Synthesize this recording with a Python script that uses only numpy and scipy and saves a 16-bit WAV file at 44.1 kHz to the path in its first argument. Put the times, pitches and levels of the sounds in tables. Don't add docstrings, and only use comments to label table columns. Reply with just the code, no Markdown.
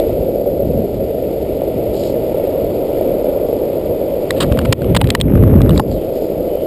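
import sys
import numpy as np
from scipy import signal
from scipy.fft import rfft, irfft
from scipy.io import wavfile
from scipy.ndimage import uniform_filter1d

SR = 44100
rng = np.random.default_rng(int(sys.argv[2]) if len(sys.argv) > 2 else 0)


def level_to_linear(level):
    exponent = np.asarray(level, float) / 20
    return 10 ** exponent


def unload_audio(sound):
    columns = np.transpose(np.atleast_2d(sound))
    steps = np.round(np.clip(columns, -1, 1) * 32767)
    wavfile.write(sys.argv[1], SR, steps.astype(np.int16))


N = 293706
T = np.arange(N) / SR


def evened(x):
    return x / np.sqrt(np.mean(x ** 2) + 1e-20)


def coloured(x, points):
    f, db = np.transpose(points)
    hz = abs(np.fft.fftfreq(8192, 1 / SR))
    curve_db = np.interp(np.log(hz + 1), np.log(f + 1), db, db[0] - 25, db[-1] - 40)
    log_gain = np.log(level_to_linear(curve_db))
    taps = np.fft.ifft(np.exp(signal.hilbert(log_gain).conj())).real[:4096]
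    return evened(irfft(rfft(x) * rfft(taps, len(x)), len(x)))


def resonate(x, hz, width_hz):
    turn = np.exp(2j * np.pi * np.cumsum(hz * np.ones(len(x))) / SR)
    r = np.exp(-np.pi * width_hz / SR)
    smooth = signal.lfilter([1 - r], [1, -r], x / turn)
    return 2 * (turn * smooth).real


def flicker(low_hz, top_hz):
    rates = np.geomspace(low_hz, top_hz, num=20)
    return evened(sum(np.sin(2 * np.pi * (f * T + rng.random())) for f in rates))


def stones(per_s, spread_db):
    size = level_to_linear(spread_db * np.minimum(rng.exponential(1, N), 5))
    sign = rng.choice([-1., 1.], N)
    return size * sign * (rng.random(N) < per_s / SR)


def swells(table, rise_s, fall_s):
    power = np.zeros(N)
    for s, length, db in table:
        before, after = np.maximum(s - T, 0), np.maximum(T - s - length, 0)
        power += level_to_linear(db - 10 * before / rise_s - 10 * after / fall_s) ** 2
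    return power


def add_ring(sound, s, db, hz, rise_s, t60_s):
    t, at = np.arange(SR // 20) / SR, round(s * SR)
    envelope = level_to_linear(db - 60 * t / t60_s) * np.minimum(t / rise_s, 1)
    sound[at:at + len(t)] += envelope * np.sin(2 * np.pi * hz * t)


def gusts():
    # start in seconds, length in seconds, level in dB.
    gust_rows = [(.09, 0.11, -22.5), (.63, .2, -18.5), (.97, 0.051, -21.5), (1.27, 0.027, -27),
                 (1.75, 0.42, -27.5), (2.29, .04, -26), (2.62, 0.077, -25), (3.88, 0.073, -27.5),
                 (4.43, 1, -16), (4.91, .04, -12.5), (5.045, 0.0096, -6), (5.25, .3, -7.5),
                 (5.57, 0.23, -7.5), (5.86, 0.095, -17.5), (6.37, .03, -24.5)]
    breeze = level_to_linear(-27 - 1.18 * T)
    return np.sqrt(breeze ** 2 + swells(gust_rows, rise_s=0.064, fall_s=0.049))


def ducking():
    knee_db, smooth_s = -17.5, 0.23
    wind_db = uniform_filter1d(20 * np.log10(gusts()), round(smooth_s * SR))
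    return level_to_linear(-np.maximum(wind_db - knee_db, 0))


def wheels(lift):
    # frequency in Hz, level in dB.
    drum_spectrum = [(15, -21.5), (25, -12), (119, -18.5), (248, -10.5), (338, -4.5), (388, -3.5), (546, 0),
                     (637, -5), (730, -17), (928, -33.5), (1060, -44), (1500, -42.5), (1950, -56),
                     (3300, -120)]
    hiss_spectrum = [(530, -26.5), (900, -3), (1060, -17.5), (1380, -12), (1580, -29.5), (1850, -15),
                     (2280, -12), (3550, -15.5), (4620, -29.5), (5120, -31), (6000, -30), (7800, -80),
                     (13200, -120)]
    fizz_spectrum = [(1940, -24), (3300, -6.5), (3780, -7), (4470, -2.5), (4990, -3), (5580, -11.5),
                     (6000, -9), (7800, -62), (13200, -120)]
    # time in seconds, load on the wheels in dB, coarseness of the asphalt in dB.
    road = [(0, -13, 4.5), (.12, -15, 1.5), (.45, -15.5, -2), (.72, -16, -2), (1.3, -17, 0.5),
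            (1.75, -16.5, 1.5), (2.1, -15, 1.5), (2.45, -14.5, 3.5), (2.7, -15.5, 1.5), (3.0, -13.5, 3.5),
            (3.4, -15, 1), (4.15, -17.5, 1), (4.36, -16, 3.5), (4.9, -15, 5.5), (5.6, -14.5, 0),
            (5.9, -15.5, -0.5), (6.15, -17, -1), (6.66, -16, 0)]
    # start in seconds, length in seconds, level in dB.
    seams = [
        (1.975, 0.13, -48),
        (2.0, .04, -48.5),
        (5.75, .04, -51),
        (5.91, 0.018, -55),
        (6.17, 0.083, -54.5),
    ]
    at, load_db, coarse_db = np.transpose(road)
    load, coarse = level_to_linear(np.interp(T, at, load_db)), level_to_linear(np.interp(T, at, coarse_db))
    duck, patches = ducking(), flicker(7.2, 90)

    drum = lift * coloured(stones(2500, 1.6) * level_to_linear(0.32 * patches), drum_spectrum)
    hiss_kicks = stones(9000, 2.8) * level_to_linear(0.31 * patches + 0.58 * flicker(6.1, 120))
    hiss = coloured(hiss_kicks, hiss_spectrum)
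    fizz = coloured(stones(9000, 3.8) * level_to_linear(0.73 * flicker(5.1, 110)), fizz_spectrum)

    steady_grit = level_to_linear(-57.5) * coarse ** 0.28 * duck ** 1.5
    grit = np.sqrt(steady_grit ** 2 + swells(seams, rise_s=.04, fall_s=.025))
    tread = level_to_linear(3.5 - 48.5) * coarse * duck ** 0.17 * hiss + level_to_linear(6.5) * grit * fizz
    return level_to_linear(-0.71) * load * duck ** 0.37 * drum + tread


def jolts():
    # start in seconds, peak in dB, ring in Hz.
    large_stones = [(0.093, -10, 653), (0.459, -11.5, 652), (0.734, -9.5, 507), (1.618, -2, 570),
                    (2.097, -2.5, 532), (2.139, -11, 500), (2.344, -4, 510), (2.397, -5.5, 594),
                    (2.472, -6, 574), (2.929, -4.5, 560), (3.01, -1.5, 578), (3.243, -1.5, 540),
                    (3.486, -5, 513), (3.528, 2, 468), (5.336, -11, 450), (5.606, -6, 624),
                    (6.014, -35, 517), (6.572, -10, 610)]
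    sound, lift_db = np.zeros(N), np.zeros(N)
    for s, db, hz in large_stones:
        add_ring(sound, s, db - 1.5, hz, rise_s=0.0017, t60_s=0.029)
        at = round(s * SR)
        lift_db[at - 600:at + 200] += 12 * np.hanning(800)
    return sound, level_to_linear(-lift_db)


def deck():
    grow_db, grow_s = 20, 2.5
    head_up_db, head_up_s = -4, 4.62
    db = -38.5 - grow_db * np.clip(1 - T / grow_s, 0, 1)
    db = db + head_up_db * np.clip((T - head_up_s) / .15, 0, 1)
    ring = resonate(resonate(stones(4000, 1.2), 740, 350), 740, 350)
    return level_to_linear(db - 1.5) / ducking() ** .1 * evened(ring)


def wind():
    # frequency in Hz, level in dB.
    buffet_spectrum = [(26, -39.5), (45, 1), (113, 1), (249, -2.5), (378, -10), (425, -10.5), (471, -16.5),
                       (509, -29.5), (1000, -44.5), (1300, -45.5), (2200, -120)]
    roar_spectrum = [(470, -48.5), (800, 3), (888, -5.5), (2860, -16), (3650, -51), (4210, -48),
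                     (5500, -24), (7150, -72), (12100, -120)]
    gust = gusts()
    buffet = coloured(rng.standard_normal(N) * level_to_linear(1.53 * flicker(6, 40)), buffet_spectrum)
    limiter = (uniform_filter1d(buffet ** 2, size=1200) + .15) ** 0.2
    grain = stones(3000, 4.) * level_to_linear(2.5 * flicker(10, 100))
    roar = level_to_linear(-24) * gust ** 2 * coloured(grain, roar_spectrum)
    return gust * evened(buffet / limiter) + roar


def puffs():
    # start in seconds, peak in dB, swing in Hz.
    puff_rows = [
        (4.509, -4.5, 78.6),
        (4.685, -4.5, 117),
        (4.911, -3, 137),
        (5.036, 3, 113),
        (5.122, -16, 105),
        (5.337, -4, 119.5),
        (5.55, -3.5, 186),
    ]
    sound = np.zeros(N)
    for s, db, hz in puff_rows:
        bell = np.exp(-((T - s - .012) / 0.0072) ** 2)
        sound += level_to_linear(db + 1.5) * np.sin(2 * np.pi * hz * (T - s)) * bell
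    return sound


def rattles():
    # start in seconds, peak in dB, ring in Hz, length in
    # ms, hardness in dB.
    ticks = [(4.3058, -9, 3900, 3.05, 2), (4.521, -18.5, 3030, 4.1, -4), (4.573, -18.5, 1940, 2.4, -9),
             (4.5897, -8.5, 2680, 1.6, -8), (4.6152, -23, 1740, 1.6, -2), (4.8186, -20.5, 1440, 2, 7),
             (4.8434, -25.5, 2180, 2.4, -6), (5.006, -23, 1950, 1.6, -2), (5.013, -7.5, 2440, 3.3, 0),
             (5.042, -16.5, 1770, 2.2, 9), (5.0714, -17, 3030, 1.4, 11), (5.0879, -24, 1500, 5, 0),
             (5.1037, -5, 3200, 1.3, 18.5), (5.15, 0, 2010, 2.25, 5.5), (5.2014, -17, 2930, 2.7, 6),
             (5.2118, -5, 3340, 1.13, 15),
             (5.354, -29, 1570, 1.8, -27), (5.3753, -31, 1620, 2.6, -11), (5.414, -44, 1560, 2.3, -4),
              (5.436, -27, 1640, 3.2, -22), (5.481, -34, 1510, 3.6, -13), (5.4987, -39, 1600, 2.9, -5),
              (5.553, -30, 1500, 2, -7), (5.5804, -30, 1550, 1.8, 1), (5.6042, -31.5, 2100, 5, -25),
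              (5.617, -18, 1800, 1.2, 18), (5.66, -30.5, 2020, 3.2, -20), (5.6928, -14, 3280, 2.1, -9),
              (5.706, -24, 2800, 4, -7), (5.759, -25, 1650, 3.1, -4), (5.7767, -10.5, 3860, 1.8, 3)]
    rubs = [
        (4.4039, -13.5, 3230, 32, -1),
        (4.362, -31, 3300, 24, 6),
        (4.4035, -8.5, 3180, 5.1, 2),
        (4.436, -24.5, 1600, 12, -7),
        (4.65, -19, 1930, 9.7, -4.5),
        (4.948, -9.5, 1910, 7.2, 1),
        (4.964, -5, 3370, 8.3, 2),
    ]
    blows = [
        (4.7249, -3, 2470, 5.6, 9.5),
        (5.796, -14.5, 2800, 2.7, -15),
    ]
    grit = [
        (1.943, -33, 2740, 4.2, 8),
        (2.0346, -29.5, 3100, 3.5, 11),
        (5.914, -33, 4600, 3.2, 16),
        (5.925, -30, 4300, 2, 12),
        (6.018, -38, 2900, 6.8, 4.3),
        (6.5476, -51, 3100, 4.7, 2.2),
        (0, -20, 4200, 1.2, 15),
    ]
    # frequency in Hz, level in dB.
    case_spectrum = [(710, -9), (1200, -23.5), (2240, 19.5), (2730, 1.5), (3120, 3), (3850, -5),
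                     (4460, -26), (4900, 21), (6000, 5.5), (7800, -47), (13200, -120)]
    # frequency in Hz, width in Hz, level in dB.
    case_modes = [(1106, 98, -10), (1726, 140, 6), (2800, 270, 4), (3270, 210, 2.5), (3690, 110, 2.5),
                  (4900, 76, -23)]
    sound, t = np.zeros(N), np.arange(SR // 10) / SR
    case = np.zeros(len(t))
    for k, (f, width, db) in enumerate(case_modes):
        case += (-1) ** k * level_to_linear(db) * evened(resonate(t == 0, f, width))

    for s, db, hz, ms, hard_db in ticks + rubs + blows + grit:
        release = np.maximum(t - ms / 1000, 0)
        shape = np.minimum(t / 0.00044, 1) * level_to_linear(-80 * t - 60 * release / 0.0046)
        shape = shape + 0.0034 * signal.lfilter([1], [1, -.985], shape)
        noise = rng.standard_normal(len(t))
        modes = irfft(rfft(noise) * rfft(case), len(t))
        body = .5 * coloured(noise, case_spectrum) + 1.38 * evened(modes)
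        ring = resonate(resonate(noise, hz, 1400), hz, 1400)
        edge = resonate(resonate(noise[::-1], 3500, 2400), 3500, 2400)
        thump = resonate(resonate(noise, 1025, 770), 1025, 770)
        hit = .55 * evened(body * shape) + .95 * evened(ring * shape)
        hit = hit + level_to_linear(-13.5 + hard_db) * evened(edge * shape)
        hit = hit + level_to_linear(-2 - 0.67 * hard_db) * evened(thump * shape)
        hit = hit * np.sqrt(np.mean(shape ** 2))
        at = round(s * SR)
        sound[at:at + len(t)] += level_to_linear(db - 9) * hit[:N - at]
    return sound


def knocks():
    # start in seconds, peak in dB, ring in Hz.
    hollow = [
        (5.015, -6, 820),
        (5.15, -10.5, 950),
        (5.797, -1, 845),
        (5.797, -5, 1050),
    ]
    cracks = [(4.3068, 1, 1950), (4.5892, -7, 2680), (4.7256, -0.5, 2620), (4.7292, -4, 3100),
              (4.727, -5, 1500), (4.9646, -4, 3530), (4.9646, -5, 1950), (5.104, -9, 2050),
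              (5.7765, -12, 3900), (5.212, -6, 3900), (5.071, -24, 3270), (5.103, 3.5, 3200),
              (5.1514, -3, 1920), (5.151, -4, 4060), (5.1512, -6, 2970), (5.2132, 0.5, 3220),
              (5.6166, -15, 3870), (5.7064, -9.5, 2950), (5.7763, -22, 1900)]
    sound = np.zeros(N)
    for s, db, hz in hollow:
        add_ring(sound, s, db + 3, hz, rise_s=.0025, t60_s=.022)
    for s, db, hz in cracks:
        add_ring(sound, s, db - 5, hz, rise_s=.0006, t60_s=.012)
    return sound


def squeal():
    # start in seconds, length in seconds, level in dB.
    squeals = [
        (5.808, .012, -39.5),
        (5.905, .03, -50),
        (5.96, 0.088, -47.5),
        (6.51, .13, -47),
    ]
    high_hz, low_hz = 4850, 3030
    slide_s, slide_length_s = 5.89, .11
    slide = np.clip((T - slide_s) / slide_length_s, 0, 1)
    smear = np.exp(-((T - slide_s - slide_length_s / 2) / slide_length_s) ** 2)
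    width_hz = 240 + 400 * smear
    wobble = evened(uniform_filter1d(rng.standard_normal(N), size=60))
    pitch_hz = high_hz + (low_hz - high_hz) * slide + 0.58 * width_hz * wobble
    tone = np.sin(2 * np.pi * np.cumsum(pitch_hz) / SR)
    return tone * np.sqrt(swells(squeals, rise_s=.03, fall_s=.02))


def gain_control():
    # start in seconds, drop in dB.
    dips = [
        (4.735, 17),
        (4.975, 7),
        (5.019, 5.5),
        (5.153, 8.5),
        (5.215, 8.5),
        (5.804, 11),
    ]
    drop_db = np.zeros(N)
    for s, db in dips:
        drop_db += db * np.clip((T - s) / 0.0028, 0, 1) * np.exp(-abs(T - s) / 0.055)
    return level_to_linear(-drop_db)


def scene():
    rings, lift = jolts()
    steady = wheels(lift) + rings + deck() + wind() + puffs() + squeal()
    hits = rattles() + knocks()
    return (gain_control() * steady + hits)[None]


def top_cut(x):
    return signal.sosfilt(signal.butter(12, 16500, fs=SR, output="sos"), x)


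def record(dry):
    hold_hz, edge_hz = 12000, 15350
    hz = np.fft.rfftfreq(N, 1 / SR)
    clipped = np.clip(dry, -1, 1)
    narrow = irfft(rfft(clipped) / (1 + (hz / 5650) ** 30), N)
    mirrored = narrow * (1 + 2 * np.cos(2 * np.pi * hold_hz * T))
    top = np.where(hz < edge_hz, 1, level_to_linear(-33 - (hz - edge_hz) * .012))
    held = irfft(rfft(mirrored) * np.sinc(hz / hold_hz) * top, N)
    return top_cut(np.clip(held, -1, 1))


dry = scene()
out = record(dry)
unload_audio(out)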